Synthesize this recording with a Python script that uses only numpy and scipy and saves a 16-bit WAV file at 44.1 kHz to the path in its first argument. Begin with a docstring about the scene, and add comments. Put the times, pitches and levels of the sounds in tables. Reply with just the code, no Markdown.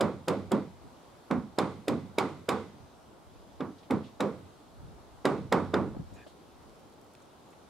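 """Hammer blows ring out of roof timbers, over far traffic, leaves and wind, with ticks and scrapes between.
Place: outdoors on a scaffold deck, two microphone ports a few metres from the nails. Each blow arrives first
through the structure, as ringing frame modes, then through the air as a pressure swing, bright noise and echoes.
Shaped noise makes the background, the rubs and bumps of tools and clothes, and one steel squeak."""
import sys
import numpy as np
from scipy import signal
from scipy.fft import rfft, irfft, next_fast_len
from scipy.io import wavfile
from scipy.ndimage import uniform_filter1d

SR = 44100
rng = np.random.default_rng(int(sys.argv[2]) if len(sys.argv) > 2 else 0)


def waveform_to_disk(signal):
    """Save audio, clipped to [-1, 1], as 16-bit WAV at the path in sys.argv[1]."""
    frames = np.transpose(np.atleast_2d(signal))
    scaled = np.clip(frames, -1, 1) * 32767
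    samples = np.round(scaled).astype(np.int16)
    wavfile.write(sys.argv[1], SR, samples)


N = 339129  # length [samples]

# Far traffic and leaves, relative spectrum: (frequency [Hz], density [dB per Hz])
FAR_SPECTRUM = [(20, -25), (50, -5), (90, -5), (160, -6.5), (270, -4), (500, -7.5), (800, -8),
                (1300, -13.5), (1800, -23), (2600, -25), (3600, -23.5), (6000, -28.5), (12000, -33.5),
                (15800, -43)]
# Left-right likeness of the far sound: (frequency [Hz], correlation [-1 to 1])
FAR_LIKENESS = [(60, 0.16), (130, 0.37), (290, 0.73), (640, 0.52), (1410, 0.25), (3100, 0.48),
                (6820, -0.022), (15000, -0.32)]
# Wind buffeting at the ports: (time [s], level [dB])
WIND_LEVEL = [(0, -61), (.85, -56), (1.05, -82), (1.5, -75), (2.8, -66), (3.3, -60.5), (4.3, -70),
              (4.6, -82), (4.8, -53.5), (5.1, -55.5), (6, -45), (6.3, -68), (6.8, -66), (7.2, -76),
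              (7.69, -80)]
# Rubs of tools and clothes: (time [s], level [dB], centre [Hz], fall to 1/e [s])
RUSTLES = [(3.779, -63.5, 3700, 0.04), (3.826, -63, 3100, .033), (4.033, -59.5, 3170, 0.067),
           (6.133, -66, 6900, .034), (6.263, -62, 3360, .05), (6.27, -70, 7600, .05),
           (6.925, -72, 3700, .02), (7.218, -65, 6500, .012), (7.31, -72, 3600, .014),
           (7.5, -70, 7340, .03), (7.525, -64, 2080, 0.022)]
# Dull bumps on the deck: (time [s], level [dB], centre [Hz], fall to 1/e [s])
BUMPS = [(.84, -49.5, 147, .047), (2.8, -50, 109, 0.055), (4.81, -47.5, 112, .13),
         (5.948, -40.5, 400, 0.0057), (5.965, -32, 198, 0.0075), (5.99, -36, 156, 0.029),
         (6.12, -46, 117, 0.04), (6.264, -45, 447, 0.014)]
# Clear ticks of tools: (time [s], level [dB], centre [Hz])
TICKS = [(6.695, -59, 3600), (6.925, -66, 7000), (6.938, -66, 7000), (7.014, -60, 5000), (7.066, -68, 4000),
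         (7.115, -67, 4000), (7.137, -63, 6500), (7.151, -51.5, 2600), (7.423, -69, 2600)]
# Steel dragged on steel: (frequency [Hz], level [dB], delay [s], length [s])
SQUEAK_MODES = [(1680, -62, 0.0051, .11), (2470, -64.5, 0, .105), (3500, -74, .03, .08),
                (3950, -73, 0, .04), (5600, -78, 0, .035), (6800, -74, 0, .035)]
# Crowded modes of the frame, relative strength: (frequency [Hz], strength [dB])
FRAME_STRENGTH = [(32, -44), (55, -5.5), (187, -1.5), (389, -2), (537, -3), (658, -8), (1120, -9.5),
                  (1710, -22), (1990, -22.5), (3200, -30.5), (4160, -68), (7040, -120)]
# Boards that stand out of the frame: (frequency [Hz], width [Hz], lift [dB])
BOARD_MODES = [(94.7, 12, 17.5), (149, 6, -2.5), (205.3, 41, 7.5), (290, 66, 1.5), (447, 44, 3.5),
               (520, 26, 2.5), (766, 50, -1), (870, 30, -2), (1142, 9.3, 6.5), (2310, 110, 4)]
# Decay of the frame before the rebounds hold it up: (frequency [Hz], time to fall 60 dB [s])
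RING_T60 = [(60, 2.3), (100, 0.93), (240, 0.5), (480, 0.37), (1000, 0.33), (1700, 0.38), (3000, 0.17)]
# Frame bands that follow the knock:
# (from [Hz], to [Hz], build-up [s], exponent on the rebound hold, level over the knock [dB])
KNOCK_BANDS = [(0, 120, 0.032, 0.35, -18.5), (120.5, 250, 0.024, 0.75, -5), (247.7, 700, 0.0085, 0.76, 0.1)]
# Frame bands that follow the clack:
# (from [Hz], to [Hz], build-up [s], exponent on the rebound hold, level over the clack [dB])
CLACK_BANDS = [(710, 1500, 0.0025, 0.61, -1.43), (1490, 3200, 0.0032, 0.5, -14.5)]
# Bright noise of the crack, relative spectrum: (frequency [Hz], density [dB per Hz])
CRACK_SPECTRUM = [(180, -34.5), (300, -0.5), (602, 20), (1330, -18), (2820, -27), (4950, -28), (6450, -36),
                  (7010, -21.5), (10100, -37), (11900, -35), (15800, -50)]
# Modes of hammer head and nail: (frequency [Hz], width [Hz], lift [dB])
STEEL_MODES = [(2230, 160, 2.5), (3610, 930, 8.5), (4990, 79, 13), (6000, 500, 8), (7200, 1700, -2),
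               (9300, 820, 5)]
# Scattered echoes, relative spectrum: (frequency [Hz], density [dB per Hz])
SCATTER_SPECTRUM = [(1060, -19), (1800, -11), (1990, 5.5), (2730, -4.5), (3690, -2), (5870, -12.5),
                    (9330, -18), (13800, -46), (15800, -66)]
# Hammer blows: (time [s], knock of the wood [dB], clack of its upper modes [dB], crack of the steel [dB],
# crack tilt [dB per octave], loudest board [Hz], its level [dB], nail shank [Hz], its lift in the crack [dB])
BLOWS = [(0.0074, -21, -23, -27, -1.5, 567, -31.5, 2000, -9),
         (0.281, -21, -25, -27, -0.4, 550, -35, 2460, 4),
         (0.516, -20.5, -26, -33.5, 2.5, 233, -29, 3250, 12.5),
         (1.309, -26, -26.5, -32, -4, 239, -23.5, 2200, 13.5),
         (1.5846, -23, -22.5, -24, -1.5, 420, -46, 2220, 9.5),
         (1.8802, -23, -28.5, -29, -0.2, 229, -29, 2230, -4),
         (2.1827, -24.5, -22, -23, -1, 397, -38, 2280, 12),
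         (2.4881, -25.5, -22, -25.5, 1.1, 462, -28, 2430, 13),
         (3.6045, -33, -33.5, -36.5, -10, 297, -30.5, 3570, 3.5),
         (3.906, -23.5, -28, -34.5, 0.5, 236, -26.5, 2100, 15),
         (4.2038, -22, -25.5, -28, -3, 500, -31.5, 3590, 1),
         (5.2522, -18.5, -21.5, -24.5, -1.5, 464, -36, 2000, 12.5),
         (5.5232, -18.5, -18.5, -24, -2.5, 547, -50, 2010, 7.5),
         (5.7386, -19.5, -22.5, -24.5, -8, 345, -33, 2020, 1.5)]

FAR_DB = -55
RUSTLE_WIDTH, BUMP_WIDTH, TICK_WIDTH = 0.69, 1.25, 2.2  # width of the resonance over its centre
TICK_S, SQUEAK_S = .0025, 6.146  # fall of a tick to 1/e; start of the squeak
FAINT_TICKS_S, FAINT_TICK_DB, FAINT_TICK_HZ = (6.65, 7.6), (-69, -63), (2500, 7000)  # ranges of chance
STRUCTURE_LEAD_S = .007  # the structure speaks this long before the air
FORERUNNER, FULL_RING_S = 0.51, 0.0093  # share of the ring that runs ahead; when the rest starts to build
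REBOUND_S = .054  # slack boards hold the level up this long
FIRM_DB, FADE_DB_PER_S, FADE_PER_SOFTER_DB = -25.5, 7, 12.5  # cracks below FIRM_DB: the ring dies faster
SLAP_DB, WOOD_SIDE_DB = 1.2, -3  # rebounds over the knock; left minus right of the timber
SWING_DB = 10.5  # over the crack
ECHO_DB, ECHO_PER_TILT_DB = -20, 0.88  # over the crack; a duller crack scatters less
EDGE_HZ = 15850  # upper band limit


def amp(db):
    """Decibels to gain."""
    return 10 ** (np.asarray(db) / 20)


def evened(x):
    """Scales to rms 1."""
    return x / np.sqrt(np.mean(x ** 2) + 1e-20)


def read(points, hz):
    """Looks a value up on a log-frequency axis."""
    f, value = np.transpose(points)
    return np.interp(np.log(hz + 1), np.log(f + 1), value)


def add(mix, s, sound):
    """Mixes a sound in at time s."""
    part = mix[:, max(round(s * SR), 0):][:, :sound.shape[-1]]
    part += sound[..., :part.shape[1]]


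def hump(hz, centre_hz, width):
    """Gain of one resonance."""
    return 1 / np.sqrt(1 + (2 * (hz - centre_hz) / width) ** 2)


def lifts(modes, hz):
    """Sum of resonant lifts in dB, from rows of frequency, width and lift."""
    return sum(db * hump(hz, f, width) ** 2 for f, width, db in modes)


def noise(gain, size, same):
    """Two-channel noise with spectrum gain(hz) and left-right likeness same."""
    a, b = rfft(rng.standard_normal((2, size)))
    same = np.clip(same, -1, 1)
    spectra = np.array([a, same * a + np.sqrt(1 - same ** 2) * b])
    return evened(irfft(spectra * gain(np.fft.rfftfreq(size, 1 / SR)), size))


def far_background():
    """Far traffic and leaves: shaped noise whose level drifts in patches of time and frequency."""
    frames, hz = N // 256 + 5, np.fft.rfftfreq(1024, 1 / SR)
    a, b, c, d, patches = rng.standard_normal((frames, 513, 5)).T
    patches = evened(uniform_filter1d(uniform_filter1d(patches, 14, 0), 16, 1))
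    swell = evened(uniform_filter1d(uniform_filter1d(rng.standard_normal(frames), 40), 40))
    same = np.clip(read(FAR_LIKENESS, hz), -1, 1)[:, None]
    left = a + 1j * b
    right = same * left + np.sqrt(1 - same ** 2) * (c + 1j * d)
    level_db = read(FAR_SPECTRUM, hz)[:, None] + .8 * patches + .35 * swell
    spectra = np.array([left, right]) * amp(level_db)
    far = signal.istft(spectra, nperseg=1024, noverlap=768)[1][:, :N]
    return amp(FAR_DB) * evened(far)


def wind():
    """Wind buffets the ports: deep lumpy noise, partly opposed between left and right."""
    def colour(hz):
        return hump(hz, 60, 61) ** 2 * hz / (hz + 40)
    buffeting = noise(colour, size=next_fast_len(N), same=-0.52)[:, :N]
    lumps = amp(3 * evened(uniform_filter1d(rng.standard_normal(N), 4000)))
    level_db = np.interp(np.arange(N) / SR, *np.transpose(WIND_LEVEL))
    return buffeting * lumps * amp(level_db)


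def puffs(rows, width, same):
    """Short bursts of noise in one broad resonance, quick rise and slower fall."""
    out, t = np.zeros((2, N)), np.arange(6144) / SR
    for s, db, centre_hz, length in rows:
        shape = np.clip(t / (.15 * length), 0, 1) * np.exp(-(t / length) ** 2)

        def colour(hz):
            return hump(hz, centre_hz, width * centre_hz) ** 2 * hz / (hz + centre_hz)
        burst = evened(shape * noise(colour, size=len(t), same=same))
        add(out, s, amp(db) * burst * np.sqrt(np.mean(shape ** 2)))
    return out


def rustles():
    """Tools and clothes rub: brief bands of noise."""
    return puffs(RUSTLES, RUSTLE_WIDTH, same=0.6)


def bumps():
    """Dull bumps on the deck: brief low bands of noise, little alike left and right."""
    return puffs(BUMPS, BUMP_WIDTH, same=0.18)


def ticks(count=14):
    """Clear ticks of tools, and others by chance, as very short broad bursts of noise."""
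    chance = [rng.uniform(*span, count) for span in (FAINT_TICKS_S, FAINT_TICK_DB, FAINT_TICK_HZ)]
    rows = [*TICKS, *zip(*chance)]
    return puffs([(*row, TICK_S) for row in rows], TICK_WIDTH, same=0.53)


def squeak():
    """Steel dragged on steel: narrow bands of noise sing for a moment at a few modes."""
    out = np.zeros((2, N))
    for f, db, delay, length in SQUEAK_MODES:
        size = 2 * round(length * SR / 2)

        def colour(hz):
            return hump(hz, f, 150) ** 2 + .12 * hump(hz, f, 700)
        tone = noise(colour, size=size, same=0.91)
        add(out, SQUEAK_S + delay, amp(db) * tone * signal.windows.tukey(size, .45))
    return out


def frame_modes(count=330):
    """The crowded modes of rafters and deck: frequencies, strengths, and their dying oscillations."""
    place = (np.arange(count) + rng.random(count)) / count
    hz = 60 * (3200 / 60) ** (place ** .6)
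    t = np.arange(round(.5 * SR)) / SR
    spacing = np.sqrt(np.gradient(uniform_filter1d(hz, 5)))  # sparser modes each carry more
    strength = spacing * amp(read(FRAME_STRENGTH, hz) + lifts(BOARD_MODES, hz))
    motion = 2j * np.pi * hz - np.log(1000) / read(RING_T60, hz)
    rings = np.exp(np.outer(motion, t).astype(np.complex64))
    return hz, strength, rings, t


def mode_shake(hz):
    """Chance phase of every mode at the two ports; the deepest modes differ most between them."""
    phase, a, b = rng.standard_normal((3, len(hz)))
    deep = 1 / (1 + (hz / 95) ** 4)  # the deepest modes rock the microphone
    left = np.exp(2j * np.pi * phase)
    right = left * np.exp(2.2j * deep) + (.28 + .4 * deep) * (a + 1j * b)
    return np.array([left, right]) * amp(np.outer([.5, -.5], WOOD_SIDE_DB * (1 - deep)))


def rebounds(t):
    """Slack boards slap back: six short negative pushes, each flanked by smaller positive ones."""
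    where, size = rng.random((2, 6))
    u = (t[:8192, None] - .016 - where * (REBOUND_S + 0.023)) / 0.00098
    return -(size ** 2 * np.exp(-u ** 2) * (1 - 2 * u ** 2)).sum(1)


def timber(row, hz, strength, rings, t):
    """One blow shakes the frame's modes; slack boards rebound and keep the level up for a while."""
    _, knock_db, clack_db, crack_db, _, board_hz, board_db = row[:7]
    shake = mode_shake(hz)
    near = hump(hz, board_hz, 84) ** 2  # the board under the nail
    near *= amp(board_db) / np.linalg.norm(near)
    fade = FADE_DB_PER_S + FADE_PER_SOFTER_DB * (FIRM_DB - crack_db)
    # a lift of 60 dB per second against the decay, until the rebounds end
    held = amp(60 * np.minimum(t, REBOUND_S)) / np.sqrt(1 + amp(fade * (t - REBOUND_S)) ** 2)
    ring = np.zeros((2, len(t)))
    for blow_db, bands in ((knock_db, KNOCK_BANDS), (clack_db, CLACK_BANDS)):
        for lo, hi, build, share, db in bands:
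            k = (hz >= lo) & (hz < hi)
            level = amp(blow_db + db) * strength[k] / np.linalg.norm(strength[k]) + near[k]
            # a forerunner through the wood, then the full ring once the air path arrives
            early = np.clip(t / max(build, .006), 0, 1)
            late = np.clip((t - FULL_RING_S) / build, 0, 1)
            rise = FORERUNNER * early + (1 - FORERUNNER) * late
            band = ((shake[:, k] * level).astype(np.complex64) @ rings[k]).real
            ring += rise * held ** share * band
    add(ring, 0, amp(knock_db + SLAP_DB) * rebounds(t))
    return ring


def crack_snap(t, tilt_db, nail_hz, nail_db):
    """Steel on the nail head: bright noise with steel modes, a fast fall and a weaker, slower tail."""
    def colour(hz):
        steel_db = read(CRACK_SPECTRUM, hz) + lifts([*STEEL_MODES, (nail_hz, 350, nail_db)], hz)
        octaves = np.log2(np.maximum(hz, 1500) / 3000)
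        return amp(steel_db + tilt_db * octaves) * (hz > 1200)
    snap = noise(colour, size=len(t), same=0.94) * np.clip(t / 0.0047, 0, 1)
    return snap * (amp(-60 * np.maximum(t - .0035, 0) / 0.011) + amp(-12 - 60 * t / 0.11))


def crack_echoes(t):
    """Rafters and trees scatter the crack: flickering noise that falls 60 dB in 0.57 s."""
    def colour(hz):
        return amp(read(SCATTER_SPECTRUM, hz)) * (hz > 1500)
    echoes = noise(colour, size=len(t), same=0.39)
    flicker = amp(0.44 * evened(uniform_filter1d(rng.standard_normal(len(t)), 150)))
    return echoes * flicker * np.clip(t / 0.0062, 0, 1) * amp(-60 * t / 0.57)


def crack(crack_db, tilt_db, nail_hz, nail_db):
    """The blow through the air: a pressure swing, the snap of steel and scattered echoes."""
    t = np.arange(16384) / SR
    snap = crack_snap(t, tilt_db, nail_hz, nail_db)
    echoes = amp(ECHO_DB + ECHO_PER_TILT_DB * tilt_db) * crack_echoes(t)
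    u = (t - .0016) / 0.00073
    swing = (1 - 2 * u ** 2) * np.exp(-u ** 2) * amp(SWING_DB)  # the board's face jumps
    return amp(crack_db) * (swing + snap + echoes)


def hammer():
    """Every blow: wood carries sound faster than air, so the frame speaks before the crack."""
    out, modes = np.zeros((2, N)), frame_modes()
    for row in BLOWS:
        add(out, row[0] - STRUCTURE_LEAD_S, timber(row, *modes))
        add(out, row[0], crack(*row[3:5], *row[7:]))
    return out


def scene():
    """All sources at the two microphone ports."""
    background = far_background() + wind()
    handling = rustles() + bumps() + ticks() + squeak()
    return background + handling + hammer()


def record(dry):
    """The microphone's bass roll-off below 45 Hz, then a steep upper band limit."""
    thin = signal.lfilter(*signal.butter(1, 45, "high", fs=SR), dry)
    band_limit = signal.firwin(511, EDGE_HZ, window=("kaiser", 9), fs=SR)
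    return signal.oaconvolve(thin, band_limit[None], "same")


dry = scene()
out = record(dry)
waveform_to_disk(out)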